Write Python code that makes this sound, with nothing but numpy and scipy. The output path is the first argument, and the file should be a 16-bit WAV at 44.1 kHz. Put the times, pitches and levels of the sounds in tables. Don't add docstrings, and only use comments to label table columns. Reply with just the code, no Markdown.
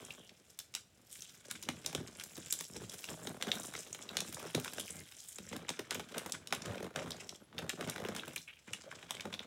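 import sys
import numpy as np
from scipy import signal
from scipy.fft import rfft, irfft
from scipy.io import wavfile
from scipy.ndimage import uniform_filter1d

SR = 44100
rng = np.random.default_rng(int(sys.argv[2]) if len(sys.argv) > 2 else 0)


def store_pcm(level_fs):
    pcm = np.round(np.clip(level_fs, -1, 1) * 32767).astype(np.int16)
    wavfile.write(sys.argv[1], SR, np.atleast_2d(pcm).T)


def voltage_ratio(decibels):
    exponent = np.asarray(decibels, float) / 20
    return 10 ** exponent


N = 417567


def evened(x):
    return x / np.sqrt(np.mean(x ** 2) + 1e-20)


def peaked(x):
    return x / abs(x).max()


def read(points, hz):
    f, value = np.transpose(points)
    return np.interp(np.log(hz + 1), np.log(f + 1), value)


def add(mix, start_s, sound):
    part = mix[round(start_s * SR):][:len(sound)]
    part += sound[:len(part)]


def causal(gain_db):
    mirrored_db = np.r_[gain_db, gain_db[-2:0:-1]]
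    log_gain = np.log(voltage_ratio(np.maximum(mirrored_db, -100)))
    return np.fft.ifft(np.exp(np.conj(signal.hilbert(log_gain)))).real[:len(gain_db)]


def ring(x, hz, width_hz):
    return signal.lfilter(*signal.iirpeak(min(hz, SR / 2.1), hz / width_hz, SR), x)


def stirred(rows, events, after_db, t60_s, stir_bright_db):
    row_s, level_db, bright_db = np.transpose(rows)
    t_s, kicks = np.arange(N) / SR, np.zeros(N)
    for start_s, db, *_ in events:
        add(kicks, start_s, voltage_ratio([2 * (db + after_db)]))
    stir = signal.lfilter([1], [1, -voltage_ratio(-2 * 60 / (t60_s * SR))], kicks)
    power = voltage_ratio(2 * np.interp(t_s, row_s, level_db)) + stir
    return 10 * np.log10(power), np.interp(t_s, row_s, bright_db) + stir_bright_db * stir / power


# time in seconds, level in dB, brightness in dB per octave.
RUSTLE_CURVE = [(0.0, -56, 1), (0.48, -66.5, -0.5), (1.05, -72.5, 0.5), (1.1, -54.5, 2), (1.17, -49.5, 1.5),
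                (1.35, -62, -0.5), (1.55, -54, -4), (2.07, -58.5, -5), (2.3, -53, 0.5), (2.645, -46, 0.5),
                (2.69, -59, 5.5), (2.77, -54.5, -2), (3.08, -52, 3.5), (3.37, -60.5, 1.5), (3.55, -46, 0.5),
                (4.06, -57, -2.5), (4.33, -49.5, -2.5), (5.0, -49.5, 0.5), (5.09, -57, 0.5),
                (5.35, -52.5, 3), (5.375, -61.5, -4), (5.49, -55, -2), (5.54, -47, -6.5), (5.67, -58, -7.5),
                (5.88, -56, -8.5), (6.25, -53.5, -3), (6.44, -72, -11), (6.74, -53, -8), (6.93, -69, -8),
                (6.98, -54, -9), (7.3, -61, -2.5), (7.48, -81, -9.5), (7.79, -63, -4.5), (7.92, -49, -8),
                (8.03, -79, -4), (8.12, -51, -7.5), (8.33, -56, -4.5), (8.45, -67, 1), (8.64, -67, -4.5),
                (8.75, -60, -6), (9.468, -64.5, -8)]


def crumpling():
    return stirred(RUSTLE_CURVE, CREASE_SNAPS, after_db=-25.5, t60_s=0.15, stir_bright_db=-2.5)


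# frequency in Hz, density in dB per Hz (relative).
FILM_COLOUR = [(850, -18.5), (2000, 2), (3800, 1), (7000, 3.5), (11000, -9), (16000, -12)]


def grains(per_s, spread_db, t60_s, breadth, patchy_db, patches=20):
    size = voltage_ratio(spread_db * np.minimum(rng.exponential(1, N), 3.5)) * (rng.random(N) < per_s / SR)
    size /= np.sqrt(np.mean(size ** 2) / patches)
    patch = rng.integers(0, patches, N)
    pitches_hz = np.geomspace(850, 15000, patches)
    film = voltage_ratio(read(FILM_COLOUR, pitches_hz)) * np.sqrt(pitches_hz)
    level_db, bright_db = crumpling()
    busy = evened(uniform_filter1d(rng.standard_normal((patches, N // 512 + 2)), 5, 1))
    t_s, out = np.arange(512) / SR, np.zeros(N)
    for k, hz in enumerate(pitches_hz):
        at = np.flatnonzero(size * (patch == k))
        busy_db = patchy_db * np.interp(at / 512, np.arange(busy.shape[1]), busy[k])
        rattle = rng.standard_normal(len(t_s)) * voltage_ratio(-60 * t_s / t60_s)
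        grain = ring(ring(rattle, hz, breadth * hz), hz, breadth * hz)
        force = np.zeros(N)
        force[at] = size[at] * voltage_ratio(level_db[at] + busy_db + bright_db[at] * np.log2(hz / 4000))
        out += signal.oaconvolve(force, film[k] * grain / np.linalg.norm(grain))[:N]
    return out / np.linalg.norm(film)


def rustle():
    waver = evened(uniform_filter1d(uniform_filter1d(rng.standard_normal(N), 500), 500))
    swish = grains(per_s=3500, spread_db=3.5, t60_s=.005, breadth=.5, patchy_db=5)
    ticks = grains(per_s=600, spread_db=5, t60_s=.005, breadth=.45, patchy_db=4)
    bright_db = crumpling()[1]
    waver_db = (4.5 - 0.4 * bright_db) * waver
    return voltage_ratio(-7.5 + waver_db) * swish + voltage_ratio(-10.0 - 0.033 * bright_db) * ticks


# frequency in Hz, width in Hz, relative level in dB.
BOX_MODES = [(84.4, 32, -4), (117, 30.5, -1), (165.4, 34.8, 2), (249, 39, 0), (310, 34.5, -0.5),
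             (386.4, 110, -0.5), (482, 153, -1), (608, 125, -2.5), (803, 224, -17.5)]


def box(force, weight):
    out = 0
    for k, (hz, width_hz, db) in enumerate(BOX_MODES):
        out = out + (-1) ** k * voltage_ratio(db) * ring(force * weight(hz), hz, width_hz)
    return out


def alike(hz):
    return 1


# time in seconds, level in dB, brightness in dB per octave.
RUB_CURVE = [(0.0, -54, 0.9), (0.46, -74, 0), (1.42, -69, -0.5), (1.55, -60, -3.5), (1.92, -54.5, -0.5),
             (2.17, -59, -0.5), (2.67, -66.5, -0.5), (2.82, -47.5, -4), (3.0, -72, 4.5), (3.11, -45, -1.2),
             (3.19, -55, 1), (3.28, -46.5, 0), (3.39, -55.5, 1.5), (3.5, -47, 2), (3.88, -59, -0.5),
             (4.22, -48, 2), (4.31, -58.5, -3.5), (4.4, -55, 4), (5.01, -56, -2.5), (5.08, -76.5, 2),
             (5.36, -74, 3), (5.4, -57, -4), (5.5, -62, -3.5), (5.54, -47, -2.5), (5.75, -63, 1.5),
             (6.07, -59, -0.5), (6.19, -49, 3), (6.38, -61, -1.5), (6.67, -46.5, 0), (6.92, -58, 2.5),
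             (6.98, -46, 1), (7.49, -67, -1), (7.61, -47.5, 0), (7.79, -51, 0.5), (8.11, -49.5, 1.5),
             (8.38, -59.5, 0), (8.45, -108, -10), (8.65, -92, 2), (8.7, -62, 0), (9.04, -60.5, 1),
             (9.27, -52.5, 0), (9.468, -57, 1)]


def rubbing(per_s=320, spread_db=3.6, scatter_db_per_octave=2.5, slip_s=.002):
    slips = voltage_ratio(spread_db * np.minimum(rng.exponential(1, N), 3)) * (rng.random(N) < per_s / SR)
    place_db = scatter_db_per_octave * np.clip(rng.standard_normal(N), -1.5, 1.5)
    level_db, bright_db = stirred(RUB_CURVE, BOX_KNOCKS, after_db=-11.5, t60_s=0.25, stir_bright_db=-2.5)
    rough = rng.standard_normal(N)

    def spread(x):
        return rough * signal.lfilter([1], [1, -np.exp(-1 / (slip_s * SR))], x)

    def mode_force(hz):
        return spread(slips * voltage_ratio(level_db + (bright_db + place_db) * np.log2(hz / 280)))

    sound = box(0.97, mode_force)
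    scratch = ring(spread(slips * voltage_ratio(level_db + 2 * bright_db)), 1234, 770)
    sound += voltage_ratio(-13.5) * scratch
    return sound / np.std(box(spread(slips), alike))


# start in seconds, end in seconds, rms level in dB, resonance in Hz,
# width in Hz, glide in octaves.
SCRAPE_STROKES = [(0.0, 0.108, -64, 3250, 500, -0.016), (0.151, 0.29, -62.5, 3300, 500, -0.18),
                  (6.965, 7.04, -44.5, 570, 150, -0.066), (4.869, 5.05, -63, 2120, 300, 0.014),
                  (7.392, 7.463, -74, 11850, 60, -0.18), (8.47, 8.517, -48, 2450, 885, 0.051),
                  (8.525, 8.54, -52.5, 2770, 1200, 0.07), (8.567, 8.579, -56, 2540, 900, 0.017),
                  (8.67, 8.703, -53, 2000, 1300, 0.05), (8.68, 8.754, -55.5, 132, 50, -0.064),
                  (8.859, 8.905, -52.5, 563, 90, -0.023)]


def scrapes():
    out = np.zeros(N)
    for start_s, end_s, db, hz, width_hz, glide_octaves in SCRAPE_STROKES:
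        slips = rng.standard_normal(round((end_s - start_s) * SR)) ** 3
        path_hz = hz * 2 ** (glide_octaves * np.linspace(0, 1, len(slips)) ** 1.43)
        turn = np.exp(2j * np.pi * np.cumsum(path_hz) / SR)
        r = np.exp(-np.pi * width_hz / SR)
        smooth = signal.lfilter([1], np.convolve([1, -r], [1, -r]), slips / turn)
        sound = evened((turn * smooth).real)
        add(out, start_s, voltage_ratio(db) * sound * signal.windows.tukey(len(sound), .5))
    return out


# frequency in Hz, relative density in dB per Hz.
AIR_COLOUR = [(30, -50), (60, -2), (115, -0.5), (280, -11), (600, -11.5), (1000, -20), (3000, -16),
              (15500, -32)]


def air(rms_db=-70.5):
    hz = np.fft.rfftfreq(N, 1 / SR)
    return voltage_ratio(rms_db) * evened(irfft(rfft(rng.standard_normal(N)) * voltage_ratio(read(AIR_COLOUR, hz)), N))


def snap(noise, db, hz, breadth, t60_s=0.014, jolt=1.6, soften=.35, rise_s=0.0009, skirt_db=-26):
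    soft = voltage_ratio(-soften * (db + 25))
    t_s, f = np.arange(len(noise)) / SR, np.linspace(50, SR / 2, 257)
    burst = noise * voltage_ratio(-60 * t_s / t60_s) * (1 - np.exp(-t_s / (rise_s * soft)))
    burst[16] += jolt / soft
    hump = np.exp(-(np.log2(f / hz) / (1.74 * max(breadth, .2))) ** 2)
    hump += voltage_ratio(skirt_db) * f / (f + 900)
    colour = causal(20 * np.log10(hump * np.sqrt(hz / f)))
    return voltage_ratio(db) * peaked(np.convolve(burst, colour))


# start in seconds, peak in dB, facet pitch in Hz,
# hump breadth (1 is 1.74 octaves from centre to 1/e, floor 0.2).
CREASE_SNAPS = [(0.049, -37.5, 7640, 0.31), (0.105, -31, 3020, 0.16), (0.2923, -41.5, 3360, 0.44),
                (0.589, -28, 6400, 0.82), (0.5986, -34, 4530, 0.34), (0.739, -33.5, 4240.0, 0.7),
                (0.7501, -20, 4940, 0.69), (1.2206, -33.5, 5740, 0.46), (1.511, -23, 5960, 0.92),
                (1.626, -33, 6200, 0.88), (1.688, -18, 2520, 0.91), (1.847, -38.5, 2480, 0.78),
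                (1.8612, -18, 6060, 0.55), (1.928, -32, 2480, 1.5), (1.949, -20, 4230, 0.7),
                (2.1975, -30.5, 4340, 0.73), (2.2366, -30.5, 7200, 0.76), (2.367, -36, 6000, 1.5),
                (2.378, -36, 4970, 2), (2.4775, -57, 7850, .5), (2.5247, -16, 7800, 0.79),
                (2.608, -26.5, 4870, 1.37), (2.7632, -32, 2350, 1.6), (2.896, -29.5, 5650, 0.48),
                (2.941, -37, 5000, 1.1), (2.982, -41, 8000, 0.24), (3.0411, -28.5, 3220, 0.94),
                (3.0877, -31, 2400, 0.72), (3.271, -26, 3200, 0.86), (3.412, -31, 3030, 0.78),
                (3.4244, -18, 2920, 0.94), (3.5163, -13.5, 3530, 0.49), (3.598, -34.5, 7840, 0.22),
                (3.632, -37, 7100, .4), (3.6679, -36, 7600, 0.17), (3.738, -31, 2550, 1.25),
                (3.7513, -26, 2500, 0.84), (3.79, -32.5, 7140, 0.26), (3.928, -29, 7200, 0.16),
                (3.947, -32, 3350.0, 1), (4.09, -29.5, 3400, 0.36), (4.1687, -17, 4040, 0.7),
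                (4.1874, -30, 4000, 0.37), (4.2042, -21, 5160, 0.59), (4.3257, -30, 5500, 1.4),
                (4.345, -28.5, 6200, 0.63), (4.368, -35.5, 1300, 0.54), (4.549, -18.5, 4140, 0.68),
                (4.5985, -27.5, 6900, 1.1), (4.6461, -26, 4220, 1.1), (4.657, -33, 1400, .6),
                (4.678, -27.5, 2860, 0.8), (4.734, -28, 6840, 1.44), (4.782, -26, 2350, 0.88),
                (4.879, -36, 2610, 0.17), (4.905, -31.5, 8340, 0.18), (5.121, -41.5, 3500, 0.68),
                (5.3842, -32.5, 3940, 0.82), (5.528, -32, 1790, 1.06), (5.564, -31, 3020, 1.26),
                (5.6911, -19, 4450, 0.5), (5.7017, -27, 3060, 1.1), (5.7928, -28.5, 3040, 1),
                (5.9081, -19, 4180, 0.69), (5.9453, -28, 5430, 1.54), (5.9959, -28.5, 2200, 1.5),
                (6.146, -30.5, 1660, 0.88), (6.1805, -23.5, 5140, 0.95), (6.261, -26, 2810, 2),
                (6.296, -35.5, 3020, 1.5), (6.3212, -19.5, 6100, 0.53), (6.472, -31.5, 4930, 0.64),
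                (6.5065, -40, 3480, 0.71), (6.525, -16, 2070, 1.07), (6.5326, -28.5, 3250.0, 1),
                (6.548, -28.5, 4700, 0.83), (6.62, -30, 5050, 0.38), (6.658, -30.5, 3870, 0.71),
                (6.745, -37, 2000, 0.6), (6.7795, -36, 2780, 0.63), (6.96, -23.5, 3100, 0.72),
                (7.1058, -28.5, 5030, 0.58), (7.118, -26.5, 4430, 0.23), (7.292, -28.5, 4640, 0.57),
                (7.527, -41, 1820, 0.72), (7.581, -26, 3240, 0.44), (7.588, -28, 2230, 1.13),
                (7.6938, -20, 3700, 0.82), (7.809, -30, 1680, 1.15), (7.825, -32, 1500, 1.1),
                (7.843, -36, 2170, 0.89), (7.897, -27, 6350, 0.51), (7.96, -30.5, 1550, 1.2),
                (7.98, -32, 1390, 1.3), (8.0, -33, 1990, 1.4), (8.0487, -31.5, 1530.0, 0.53),
                (8.0858, -28.5, 2050, 0.99), (8.1487, -33, 2500, 1.6), (8.163, -27, 5270, 0.58),
                (8.195, -31, 3120, 0.18), (8.234, -34, 1620, 0.5), (8.2566, -40, 9000, 1.7),
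                (8.279, -30, 3430, 1.65), (8.3326, -45, 7640, 0.48), (8.3605, -23, 7300, 0.86),
                (8.3615, -27.5, 2400, 0.16), (8.378, -31, 4630, 0.26), (8.7324, -29.5, 7500, 0.28),
                (8.734, -24.5, 2740, 0.31), (8.7496, -44, 3220, 0.67), (8.838, -44, 2250, 0.98),
                (8.924, -40, 1320, 0.32), (9.027, -36.5, 2640, 0.54), (9.1074, -21, 3820, 1.1),
                (9.1678, -35, 3300, 0.44), (9.197, -32, 2350, 0.42), (9.2065, -29.5, 3500, 0.75),
                (9.254, -33, 1420, 0.87), (9.3267, -32, 3080, 0.57), (9.339, -28, 3390.0, 0.51),
                (9.3457, -31.5, 1970, 1.23), (9.3918, -28, 3370, 0.37)]


def snaps():
    out, noise = np.zeros(N), rng.standard_normal((len(CREASE_SNAPS), 768))
    for z, (start_s, db, hz, breadth) in zip(noise, CREASE_SNAPS):
        add(out, start_s, snap(z, db, hz, breadth))
    return out


# start in seconds, peak of the thump in dB, main pitch in Hz.
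BOX_KNOCKS = [(1.482, -47, 505), (1.6866, -29.5, 343), (1.9483, -29.5, 276), (2.003, -37, 248),
              (2.375, -42.5, 322), (2.699, -44.5, 227), (2.754, -44, 300), (2.801, -41, 148),
              (2.818, -39.5, 160), (2.936, -44.5, 556), (3.2711, -37, 380), (3.4694, -30.5, 282),
              (4.4516, -37, 427), (4.5468, -25, 365), (4.556, -32.5, 112), (4.7815, -38.5, 443),
              (5.384, -44.5, 394), (5.514, -40, 350), (5.5593, -36.5, 268), (5.7018, -35, 330),
              (5.7907, -32, 374), (5.914, -39.5, 490), (5.9517, -35.5, 407), (6.1832, -39.5, 310.0),
              (6.5252, -41, 437), (6.6501, -39, 232), (6.668, -36, 87.6), (6.679, -37, 84),
              (6.754, -35, 428), (6.804, -37.5, 434), (6.827, -33.5, 500), (6.8431, -36.5, 435),
              (6.9585, -34, 560), (7.732, -37, 330), (7.8093, -33, 476), (7.8739, -34, 466),
              (8.0494, -32.5, 378), (8.0861, -32, 507), (8.676, -45.5, 250), (9.254, -36.5, 362)]


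def knocks():
    out, noise = np.zeros(N), rng.standard_normal((len(BOX_KNOCKS), 4096))
    t_s = np.arange(noise.shape[1]) / SR
    for z, (start_s, db, pitch_hz) in zip(noise, BOX_KNOCKS):
        push = z * voltage_ratio(-60 * t_s * pitch_hz / 6)

        def near_pitch(hz):
            return 1 / (1 + (np.log(hz / pitch_hz) / 0.82) ** 2) ** 2

        add(out, start_s, voltage_ratio(db) * peaked(box(push, near_pitch)))
        add(out, start_s, snap(z[:768], db - 0.5, 6 * pitch_hz, 1.17))
    return out


# frequency in Hz, t60 in seconds.
ROOM_DECAY = [(300, 0.17), (1400, 0.093), (3700, 0.24), (9700, 0.24), (15000, 0.16)]


def room(x, tails=3, level_db=-9.5):
    out, t_s = np.zeros(N), np.arange(N) / SR
    for k in range(tails):
        taps = np.zeros(SR // 3)
        at = np.arange(160, len(taps) - 20, 20)
        taps[at + rng.integers(0, 20, len(at))] = rng.choice([-1., 1.], len(at))
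        hz, frame_s, z = signal.stft(taps, SR, nperseg=128)
        decay = voltage_ratio(-60 * frame_s / read(ROOM_DECAY, hz)[:, None])
        tail = signal.istft(z * decay, SR, nperseg=128)[1]
        turn = np.sqrt(2 / tails) * np.cos(np.pi * (3.1 * t_s + k / tails))
        out += signal.oaconvolve(x * turn, tail / np.linalg.norm(tail))[:N]
    return voltage_ratio(level_db) * out


def scene():
    film = snaps() + rustle()
    near = film + voltage_ratio(13.0) * box(film, alike) + scrapes() + knocks() + rubbing()
    out = near + room(near)
    add(out, 0.0115, voltage_ratio(-15) * film)
    return out[None]


def top_cut(x):
    return signal.sosfilt(signal.butter(12, 16800, fs=SR, output="sos"), x)


# frequency in Hz, width in Hz, gain in dB.
HOUSING = [(1500, 210, 2), (2400, 3300, -3), (3836, 850, 6.5), (4394, 1100, -8.5), (7350, 600, 1),
           (9680, 330, 4), (12100, 270, 2.5), (14100, 760, 0)]


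def record(dry):
    hz = np.linspace(0, SR / 2, 4097)
    colour_db = sum(db / (1 + (2 * (hz - f) / width_hz) ** 2) for f, width_hz, db in HOUSING)
    bass_cut_db = -10 * np.log10(1 + (70 / (hz + 1)) ** 6)
    band_limit_db = -25 / (1 + np.exp((16000 - hz) / 60))
    heard = signal.oaconvolve(dry[0], causal(colour_db + bass_cut_db + band_limit_db))[:N] + air()
    return top_cut(heard[None])


dry = scene()
out = record(dry)
store_pcm(out)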